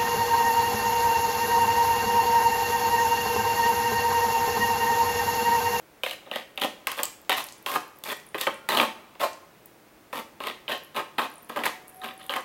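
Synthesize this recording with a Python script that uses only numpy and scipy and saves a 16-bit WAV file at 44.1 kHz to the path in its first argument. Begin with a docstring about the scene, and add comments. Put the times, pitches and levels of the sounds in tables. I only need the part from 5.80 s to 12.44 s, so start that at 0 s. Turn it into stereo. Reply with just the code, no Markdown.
"""Soft room air, then a click and a scrape: a metal fork works food out of a hand-held foil tray in a bedroom.
Each push bites at once, swells, holds or slackens, then eases off, sticking and slipping over the ribs: slips
boom in the panels, catches crackle in the foil, friction hisses. Creases snap, freed tines ring high and thin.
Sticky food ticks; a faint thin ring lingers and sinks after one hit; later a faint whine rises.
Two close microphones hear the tray in front of them and its echoes all round."""
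import sys
import numpy as np
from scipy import signal
from scipy.fft import rfft, irfft
from scipy.io import wavfile
from scipy.ndimage import uniform_filter1d

SR = 44100
rng = np.random.default_rng(int(sys.argv[2]) if len(sys.argv) > 2 else 0)


def log_audio(samples):
    """Write samples as a 16-bit WAV file to the path given in sys.argv[1]."""
    # one column per channel
    frames = np.atleast_2d(samples).T
    # limit to full scale, then quantise
    limited = np.clip(frames, -1, 1)
    pcm = np.round(limited * 32767).astype(np.int16)
    wavfile.write(sys.argv[1], SR, pcm)


N = 292824


def from_db(db):
    """Decibels to gain."""
    return 10 ** (np.asarray(db) / 20)


def rms_one(x):
    """Scale to unit power."""
    return x / np.sqrt(np.mean(x ** 2) + 1e-20)


def at_hz(points, hz, axis=1):
    """Read one column of a table on a log-frequency axis."""
    points = np.array(points)
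    return np.interp(np.log(np.maximum(hz, 1)), np.log(points[:, 0]), points[:, axis])


def drift(rate):
    """Smooth chance of spread 1 that takes a new direction rate times a second."""
    knots = rng.standard_normal(4096)
    return rms_one(np.interp(np.arange(N) / SR * rate, np.arange(len(knots)), knots))


def cut(x, hz, kind, order=2):
    """Butterworth low- or high-pass."""
    sos = signal.butter(order, min(hz, .45 * SR), kind, fs=SR, output="sos")
    return signal.sosfilt(sos, x + 1e-18)


def resonate(x, hz, width):
    """A resonance of the given width [Hz] that keeps the energy of a click or of white noise."""
    r = np.exp(-np.pi * width / SR)
    zeros = np.sqrt((1 - r * r) / 2) * np.array([1, 0, -1])
    poles = [1, -2 * r * np.cos(2 * np.pi * hz / SR), r * r]
    return signal.lfilter(zeros, poles, x + 1e-18)


def colour(x, spectrum):
    """Shape by a spectrum with a causal filter of unit energy."""
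    gain = from_db(at_hz(spectrum, np.linspace(0, SR / 2, 513)))
    # the minimum-phase step takes the square root of the squared spectrum
    symmetric = np.roll(irfft(gain ** 2), 511)[:-1] * np.hanning(1023)
    taps = signal.minimum_phase(symmetric)
    return signal.oaconvolve(x, taps / np.linalg.norm(taps))[:N]


def add(track, s, sound):
    """Mix a short sound in at a time."""
    start = int(s * SR)
    track[start:start + len(sound)] += sound[:N - start]


def burst(decay_s, size=512):
    """A tiny crunch of noise with an even spectrum and unit energy."""
    fade = np.exp(-np.arange(size) / (decay_s * SR))
    grains = rng.standard_normal(size) * fade
    grains = irfft(np.exp(1j * np.angle(rfft(grains)))) * np.sqrt(np.sqrt(fade))
    return grains / np.linalg.norm(grains)


# pushes of the fork: (start [s], press [s], ease [s], rise while pressing, negative slackens [dB],
# then drive at the end of the press: panel boom [dB], foil crackle [dB], tine hiss [dB];
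# panel pitch favoured [Hz], give of the floor [dB])
FORK_PUSHES = [ (0.237, 0.096, 0.014, -2.5, -39.5, -34, -39, 610, -10),
               (0.458, .005, 0.072, 0, -43, -47.5, -66, 600, -1),
               (0.516, .044, 0.059, 8, -36.5, -32, -39.5, 714, .5),
               (0.779, .005, 0.031, -4, -38, -37, -51, 680, -6),
               (0.813, 0.035, 0.027, -0.5, -26.5, -28.5, -34.5, 660, 2),
               (1.074, .006, 0.072, -4, -33, -31, -51, 1180, -10),
               (1.17, 0.024, .026, 5, -27.5, -31, -30.5, 920, -1.5),
               (1.236, .004, 0.028, 0, -38, -35, -33, 920, -3),
               (1.496, 0.021, 0.037, 6.5, -20.5, -20, -30, 856, -10),
               (1.566, 0.014, 0.035, 6, -25, -25, -25, 910, -22),
               (1.862, 0.089, 0.031, 2.5, -28.5, -32.5, -29.5, 1000, -2.5),
               (1.954, 0.0059, 0.013, -6, -22, -32, -45, 1050, -2),
               (2.25, 0.076, 0.0062, 7, -30, -29, -29.5, 1060, 4.5),
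               (2.546, .003, 0.024, -11, -26, -33.5, -38.5, 390, 0),
               (2.58, 0.046, 0.042, 4.5, -35, -29, -31.5, 1170, -10),
               (2.668, 0.0049, 0.019, 4, -17, -39, -50, 1150, 3),
               (2.888, 0.12, 0.049, 5, -20.5, -22.5, -26, 1060, 2.5),
               (3.397, 0.046, 0.024, 5.5, -18.5, -27, -27.5, 710, -12),
               (4.329, 0.062, 0.028, 1, -32.5, -36, -36.5, 960, 6.5),
               (4.604, 0.082, .028, 9.5, -30.5, -29.5, -38.5, 990, 2),
               (4.885, 0.035, 0.049, 3, -26.5, -27, -34.5, 685, 0),
               (5.146, 0.033, 0.034, 13, -23.5, -26, -33, 1030, 2),
               (5.382, 0.0058, 0.072, -6.5, -23, -26, -32, 1090, -1.5),
               (5.696, 0.0047, 0.12, -16.5, -39.5, -42, -48, 1100, 3),
               (5.761, 0.013, 0.046, 6, -22.5, -37, -36.5, 790, 2),
               (5.836, 0.026, 0.023, 13, -21, -21.5, -26.5, 1060, 1.5),
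               (6.214, 0.031, 0.071, 11.5, -35, -34, -41.5, 1220, 5),
               (6.39, .003, 0.087, 5, -47.5, -42.5, -50, 1210, 5),
               (6.496, 0.0087, 0.059, 0, -27.5, -28, -35.5, 1170, -5),
               (6.554, 0.016, 0.028, 8, -24, -33, -38, 1150, -3.5)]


def stroke_force(bite_s, lift_s, slacken_db=11.5):
    """Each push bites at once, swells, holds or slackens while pressing, then eases off and lifts."""
    t, force = np.arange(N) / SR, np.zeros((3, N))
    for start, press_s, ease_s, rise_db, boom_db, crackle_db, hiss_db, _, _ in FORK_PUSHES:
        pressed = start + press_s
        end = pressed + ease_s
        near = (t > start - bite_s) & (t < end + lift_s)
        contact = np.interp(t[near], [start - bite_s, start, end, end + lift_s], [0, 1, 1, 0])
        pressure_db = np.interp(t[near], [start, pressed, end], [-rise_db, 0, -slacken_db])
        drives = from_db([boom_db, crackle_db, hiss_db])
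        force[:, near] += np.outer(drives, contact * from_db(pressure_db))
    return force


def touch_db(hz, favour_db=7, octaves=0.47, deep_hz=400):
    """Modes near the touched panel's pitch speak most; the deep ones need the floor to give."""
    start, press_s, *_, favoured, give_db = np.transpose(FORK_PUSHES)
    nearness = np.exp(-(np.log2(hz / favoured) / octaves) ** 2)
    db = favour_db * (nearness - .5) + give_db / (1 + (hz / deep_hz) ** 4)
    return np.interp(np.arange(N) / SR, start + press_s, db)


def stick_slip(slips_per_s, jitter_db, uneven_db, slide_s, even_s):
    """Uneven slips of the tines, and the burst of fine friction that follows each; both of steady power."""
    travel = np.cumsum(slips_per_s * from_db(jitter_db * drift(200))) / SR
    slips = np.diff(np.floor(travel), prepend=0) * from_db(uneven_db * rng.standard_normal(N))
    slips = slips / np.sqrt(uniform_filter1d(slips ** 2, int(even_s * SR)) + 1e-4)
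    sliding = signal.lfilter([1], [1, -np.exp(-1 / (slide_s * SR))], slips ** 2)
    friction = np.sqrt(sliding) * rng.standard_normal(N)
    return rms_one(slips * rng.choice([-1, 1], N)), rms_one(friction)


# the fork catches and the foil snaps: (time [s], drive level [dB], snap pitch [Hz],
# boom drive relative to that level [dB], tick drive relative to that level [dB])
FOIL_SNAPS = [(0.2345, -12, 2660, -4.5, -20.5), (0.2631, -15.5, 2230, -4, -27),
              (0.3099, -21.5, 2690, -20, -16), (0.5137, -18, 2880, -3.5, -27),
              (0.5589, -17.5, 3170, -2, -19.5), (0.7757, -17, 3080, -9.5, -22.5),
              (0.798, -25.5, 2940, -12, -15), (0.817, -12, 2940, -5, -17.5), (0.836, -13.5, 3080, -9, -18),
              (0.8457, -18.5, 2720, 4, -16), (1.0704, -12, 2320, -6.5, -11.5), (1.117, -27, 3000, 1, -2.5),
              (1.1913, -18, 1637, 0, -32), (1.2332, -20, 3140, -5.5, -3.5),
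              (1.495, -11.5, 2710, 1.5, -11.5), (1.527, -14.5, 2650, -12, -16), (1.862, -16, 2620, -2, -19),
              (1.9588, -19.5, 2400, 6.5, -15), (2.2377, -24.5, 3500, -10, -7),
              (2.5453, -19, 1870, 1.5, -31), (2.612, -16, 3500, -7.5, -7.5), (2.6689, -11, 1910, -7, -41),
              (2.6722, -17.5, 2980, 1, -18.5), (2.8889, -15, 1900, -2.5, -8.5),
              (2.9722, -9.5, 2970, -6, -18.5), (2.9865, -13, 3000, -24, -24), (2.999, -6, 2220, -3.5, -37),
              (3.028, -17.5, 2700, 5.5, -31), (3.353, -42.5, 2090, 6.5, -20),
              (4.3289, -27.5, 1860, 3.5, -25), (4.6034, -25, 2560, 2.5, -22), (4.6381, -22, 2520, -6, -29),
              (4.6705, -18.5, 2390, -1.5, -16), (4.88, -17, 2850, -10, -36), (4.9199, -19, 3020, -6, -20),
              (5.1627, -21.5, 2470, 0.5, -16), (5.3848, -19, 3750, 3.5, -29), (5.391, -23, 3100, 7, -23),
              (5.6942, -34.5, 2250, 1, -10), (5.761, -27, 1700, 7.5, -15), (5.8365, -15.5, 2000, -6.5, -19),
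              (5.8564, -14.5, 1600, -14, -12.5), (5.8636, -13, 1890, -13, -20),
              (6.243, -27, 3050, 1, -14.5), (6.4945, -16.5, 3160, -5, -33), (6.538, -17.5, 1910, -13, -21),
              (6.563, -19.5, 1730, -15, -14.5)]


def snaps(width_hz, crunch_s, rebound, rebound_cycles):
    """A crease pops through and rebounds: a push on the panels, a short ring at its own pitch, a bright tick."""
    push, ring, tick = np.zeros((3, N))
    for s, db, hz, boom_db, tick_db in FOIL_SNAPS:
        crease = resonate(resonate(signal.unit_impulse(512), hz, width_hz), hz, 2 * width_hz)
        crease = from_db(db) * crease / np.linalg.norm(crease)
        rebound_s = rebound_cycles * rng.uniform(.7, 1.501) / hz
        add(push, s, from_db([db + boom_db]))
        add(ring, s, crease)
        add(ring, s + rebound_s, rebound * crease)
        add(tick, s, from_db(db + tick_db) * burst(crunch_s))
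    return push, ring, tick


def body(drive, modes, wander_db, moves_per_s, favour=lambda hz: 0):
    """Parallel modes; how hard each is driven depends on where the fork touches."""
    out = 0
    for k, (hz, width, db) in enumerate(modes):
        level_db = db + favour(hz) + wander_db * drift(moves_per_s)
        out = out + (-1) ** k * resonate(drive * from_db(level_db), hz, width)
    return out / np.linalg.norm(from_db(np.array(modes)[:, 2]))


# bending modes of the tray's floor and walls: (pitch [Hz], width [Hz], relative level [dB])
TRAY_PANELS = [(224, 26, -5), (313, 37.4, -4), (349.5, 36, -4), (418, 55, -4), (523, 49, 3), (612.6, 64, 1),
               (729, 16.4, -6), (757, 30, -6), (890, 89, 2.5), (999, 88, -2), (1078.5, 38, 2.5),
               (1127, 83, -2), (1225, 99, 5.5), (1300, 210, -4), (1590, 140, 3), (471, 59, -7),
               (149, 82, -13.5), (850, 1500, 1.5)]
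# stiff ribs and creases of the foil: (pitch [Hz], width [Hz], relative level [dB])
TRAY_RIBS = [(1842, 100, 0), (2490, 370, -9.5), (3064, 190, 3), (3210, 1070, 2.5), (3925, 304, 3.5),
             (2480, 2800, 1.5)]
# colour of metal rubbing on foil: (frequency [Hz], relative level per Hz [dB])
RUB_COLOUR = [(2500, -8), (4500, 2), (6000, -1), (8000, -2.5), (10000, -1), (12500, 3.5), (15000, -1),
              (17000, -10)]


def fork_on_tray():
    """Fine slips drive the panels and the rubbing hiss; coarser catches on the ribs make the foil crackle."""
    boom, crackle, hiss = stroke_force(bite_s=.001, lift_s=.014)
    slips, friction = stick_slip(slips_per_s=260, jitter_db=4, uneven_db=2, slide_s=.002, even_s=.035)
    catches, crumple = stick_slip(slips_per_s=125, jitter_db=5, uneven_db=4.5, slide_s=.001, even_s=.022)
    push, ring, tick = snaps(width_hz=910, crunch_s=.0031, rebound=1.0, rebound_cycles=3.43)

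    panel_drive = boom * (from_db(-0.5) * slips + from_db(-8.0) * friction) + from_db(19) * push
    panels = body(panel_drive, TRAY_PANELS, wander_db=1.5, moves_per_s=9, favour=touch_db)
    panels = cut(cut(panels, 121, "high"), 4050, "low")

    rib_drive = crackle * from_db(-7.5) * (crumple + catches + 0.68 * friction) + from_db(5) * push
    ribs = body(rib_drive, TRAY_RIBS, wander_db=3.5, moves_per_s=60) + from_db(10.5) * ring
    ribs = cut(ribs, 3840, "low", order=4)

    rub_drive = hiss * from_db(-9.0) * (friction + .5 * crumple) + from_db(21.5) * tick
    return panels + ribs + colour(rub_drive, RUB_COLOUR)


# the tines spring free: (time [s], relative level [dB])
TINE_RELEASES = [(1.233, -23.5), (1.255, -31), (2.612, -39), (5.858, -40)]
# ringing modes of the tines: (pitch [Hz], width [Hz], relative level [dB])
TINE_RING = [(7660, 340, -4.5), (8030, 200, -11.5), (14100, 2700, -6)]


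def tine_pings():
    """Freed tines ring high and thin: each release is one click into their modes."""
    flicks = np.zeros(N)
    for s, db in TINE_RELEASES:
        add(flicks, s, from_db([db + 27.5]))
    return sum(from_db(db) * resonate(flicks, hz, width) for hz, width, db in TINE_RING)


# the clearest ticks of sticky food: (time [s], relative level [dB], pitch [Hz])
CLEAR_TICKS = [(1.449, -47, 1700), (1.641, -26, 11400), (1.667, -32, 12200), (1.6867, -31, 3800),
               (1.7235, -33, 6760), (2.187, -37, 15500), (2.399, -42, 4680), (3.5316, -36, 5100),
               (3.858, -33.5, 14500), (6.081, -36.5, 11800), (6.465, -35.5, 12000)]
# how much the food sticks and parts: (time [s], share of the full stray tick rate [0-1])
FOOD_STICKINESS = [(0, .01), (1.5, .01), (1.75, .4), (3.2, .01), (4.5, .01), (4.8, .2), (5.35, .25),
                   (5.6, 1), (6.64, .8)]


def food_ticks(width_hz, stray_per_s, stray_db):
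    """Sticky food parts with short, pitched ticks; others come at random, most during the last strokes."""
    out = np.zeros(N)
    for s, db, hz in CLEAR_TICKS:
        tick = resonate(resonate(burst(0.0017), hz, width_hz), hz, width_hz)
        add(out, s, from_db(db + 14.0) * tick / np.linalg.norm(tick))
    busy = np.interp(np.arange(N) / SR, *np.transpose(FOOD_STICKINESS))
    pitches = np.geomspace(8840, 14500, 12)  # stray ticks [Hz]
    for hz in pitches:
        chance = busy * stray_per_s / len(pitches) / SR
        born = (rng.random(N) < chance) * rng.uniform(.3, 1.6, N)
        out += from_db(stray_db) * resonate(resonate(born, hz, hz / 8), hz, hz / 8)
    return out


# the bedroom's echo by band: (centre [Hz], time to fall 60 dB [s], relative level [dB],
# left-right likeness [-1 to 1])
ROOM_ECHO = [(100, 0.56, -6.5, 0.79), (393, 0.46, -5, 0.31), (1000, 0.19, -3, 0.21),
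             (2240, 0.34, -1.5, 0.25), (3800, .28, -1, 0.095), (6000, 0.36, 2, 0.14),
             (13000, 0.37, -8, 0.51)]


def diffuse(size):
    """White stereo noise as sound from all sides reaches two close microphones."""
    mid, side = rfft(rng.standard_normal((2, size)))
    alike = np.clip(at_hz(ROOM_ECHO, np.linspace(0, SR / 2, len(mid)), axis=3), -1, 1)
    shared = np.sqrt((1 + alike) / 2) * mid
    opposed = np.sqrt((1 - alike) / 2) * side * [[1], [-1]]
    return irfft(shared + opposed, size)


def room_response(first_echo_s, late_db, late_t60, late_top_hz=2000):
    """Dense echoes die band by band, over a faint, longer and duller tail."""
    t = np.arange(SR) / SR
    noise, hz = rfft(diffuse(SR)), np.arange(SR // 2 + 1)
    centres, response = np.array(ROOM_ECHO)[:, 0], 0
    # each row of the identity picks out one band, cross-faded with its neighbours
    for own, (centre, t60, db, _) in zip(np.eye(len(ROOM_ECHO)), ROOM_ECHO):
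        band = irfft(noise * at_hz(np.column_stack([centres, own]), hz))
        late = from_db(late_db - 60 * t / late_t60) / np.hypot(1, centre / late_top_hz)
        decay = (from_db(-60 * t / t60) + late) * (t > first_echo_s)
        response = response + from_db(db) * band * decay / np.linalg.norm(decay)
    return response


def bedroom(x, wet_db, patterns_per_s, count=4):
    """Several patterns of dense echoes cross-fade, so that no single one colours the whole sound."""
    place, out = np.arange(N) / SR * patterns_per_s, 0
    for k in range(count):
        away = np.abs((place - k) % count - count / 2)
        share = np.cos(np.pi / 2 * np.minimum(away, 1))
        response = room_response(first_echo_s=.003, late_db=-16, late_t60=0.99)
        out = out + signal.fftconvolve((x * share)[None], response, axes=1)[:, :N]
    return from_db(wet_db) * out


# a thin ring after one hit, then a whine: (start [s], length [s], starting pitch [Hz],
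# glide [Hz per s], starting level [dB], fading [dB per s, negative grows])
FAINT_TONES = [(2.686, 0.66, 1410, -29.5, -58, 25), (5.55, 1.4, 704, 72, -57.5, -1.5)]


def faint_tones(edge_s=0.039, waver_db=5.0, waver_hz=8):
    """Sines that waver in pitch and level: the ring sinks and fades, the whine rises and grows slightly."""
    out = 0
    for start, length_s, hz, glide, db, fading in FAINT_TONES:
        age = np.clip(np.arange(N) / SR - start, 0, length_s)
        gate = np.clip(np.minimum(age, length_s - age) / edge_s, 0, 1)
        level = gate * from_db(db - fading * age + waver_db * drift(7.7))
        pitch = hz + glide * age + waver_hz * drift(70)
        phase = 2 * np.pi * np.cumsum(pitch) / SR
        out = out + level * np.sqrt(2) * np.sin(phase)
    return out


# colour of the still air of the room: (frequency [Hz], relative level per Hz [dB])
AIR_COLOUR = [(15, -49), (25, -13.5), (84, -13), (114, -10.5), (145, -9), (180, -7), (270, -10.5),
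              (309, -3), (373, -6), (2480, -17), (2990, -20.5), (7710, -27.5), (14800, -28), (16000, -20.5)]


def air(level_db=-52.5):
    """Soft steady noise of room and microphones, shaped from white stereo noise."""
    noise = rfft(diffuse(N))
    gain = from_db(at_hz(AIR_COLOUR, np.linspace(0, SR / 2, noise.shape[1])))
    return from_db(level_db) * rms_one(irfft(noise * gain, N))


# level between the two microphones: (frequency [Hz], left minus right [dB])
CAPSULE_BALANCE = [(60, 0), (110, -0.3), (200, 0), (380, -0.5), (700, -2), (1290, -2), (2380, -2.0),
                   (4400, -3), (8120, -1.5), (15000, 0.0)]
# phase between them for sound from one direction: (frequency [Hz], lead of the left [radians])
CAPSULE_PHASE = [(0, 0), (520, 0.24), (1290, 0.31), (1810, 0.9), (2500, 0.59), (3100, 0.43), (3700, 0.38),
                 (5600, 2.2), (7060, 1.3), (8700, 0.6), (11900, -1.1), (13200, -0.41), (14100, -1.2),
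                 (16400, -1.2)]


def microphones(x, aim):
    """The capsules differ in level, and in phase as far as sound comes from one direction (aim 0-1)."""
    spectrum = rfft(x)
    hz, sides = np.linspace(0, SR / 2, spectrum.shape[-1]), np.array([[.5], [-.5]])
    gain = from_db(sides * at_hz(CAPSULE_BALANCE, hz))
    lead = np.exp(1j * aim * sides * at_hz(CAPSULE_PHASE, hz))
    return irfft(spectrum * gain * lead, N)


def scene():
    """The tray in front, the room all round; the pings beam at the microphones and excite the room less."""
    tray = fork_on_tray() + food_ticks(width_hz=6000, stray_per_s=45, stray_db=-36.5)
    pings = tine_pings()
    room = bedroom(tray + from_db(-7) * pings, wet_db=-2.0, patterns_per_s=7)
    near = microphones(tray + pings, aim=0.95)
    around = microphones(room, aim=0.17)
    return near + around + faint_tones() + air()


def record(dry):
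    """Deep rumble is rolled off and the top is cut steeply."""
    lean = cut(dry, 31, "high")
    # order 10, 0.1 dB ripple, 80 dB down above the 15.9 kHz edge
    top_cut = signal.ellip(10, .1, 80, 15900, fs=SR, output="sos")
    return signal.sosfilt(top_cut, lean)


dry = scene()
out = record(dry)
log_audio(out)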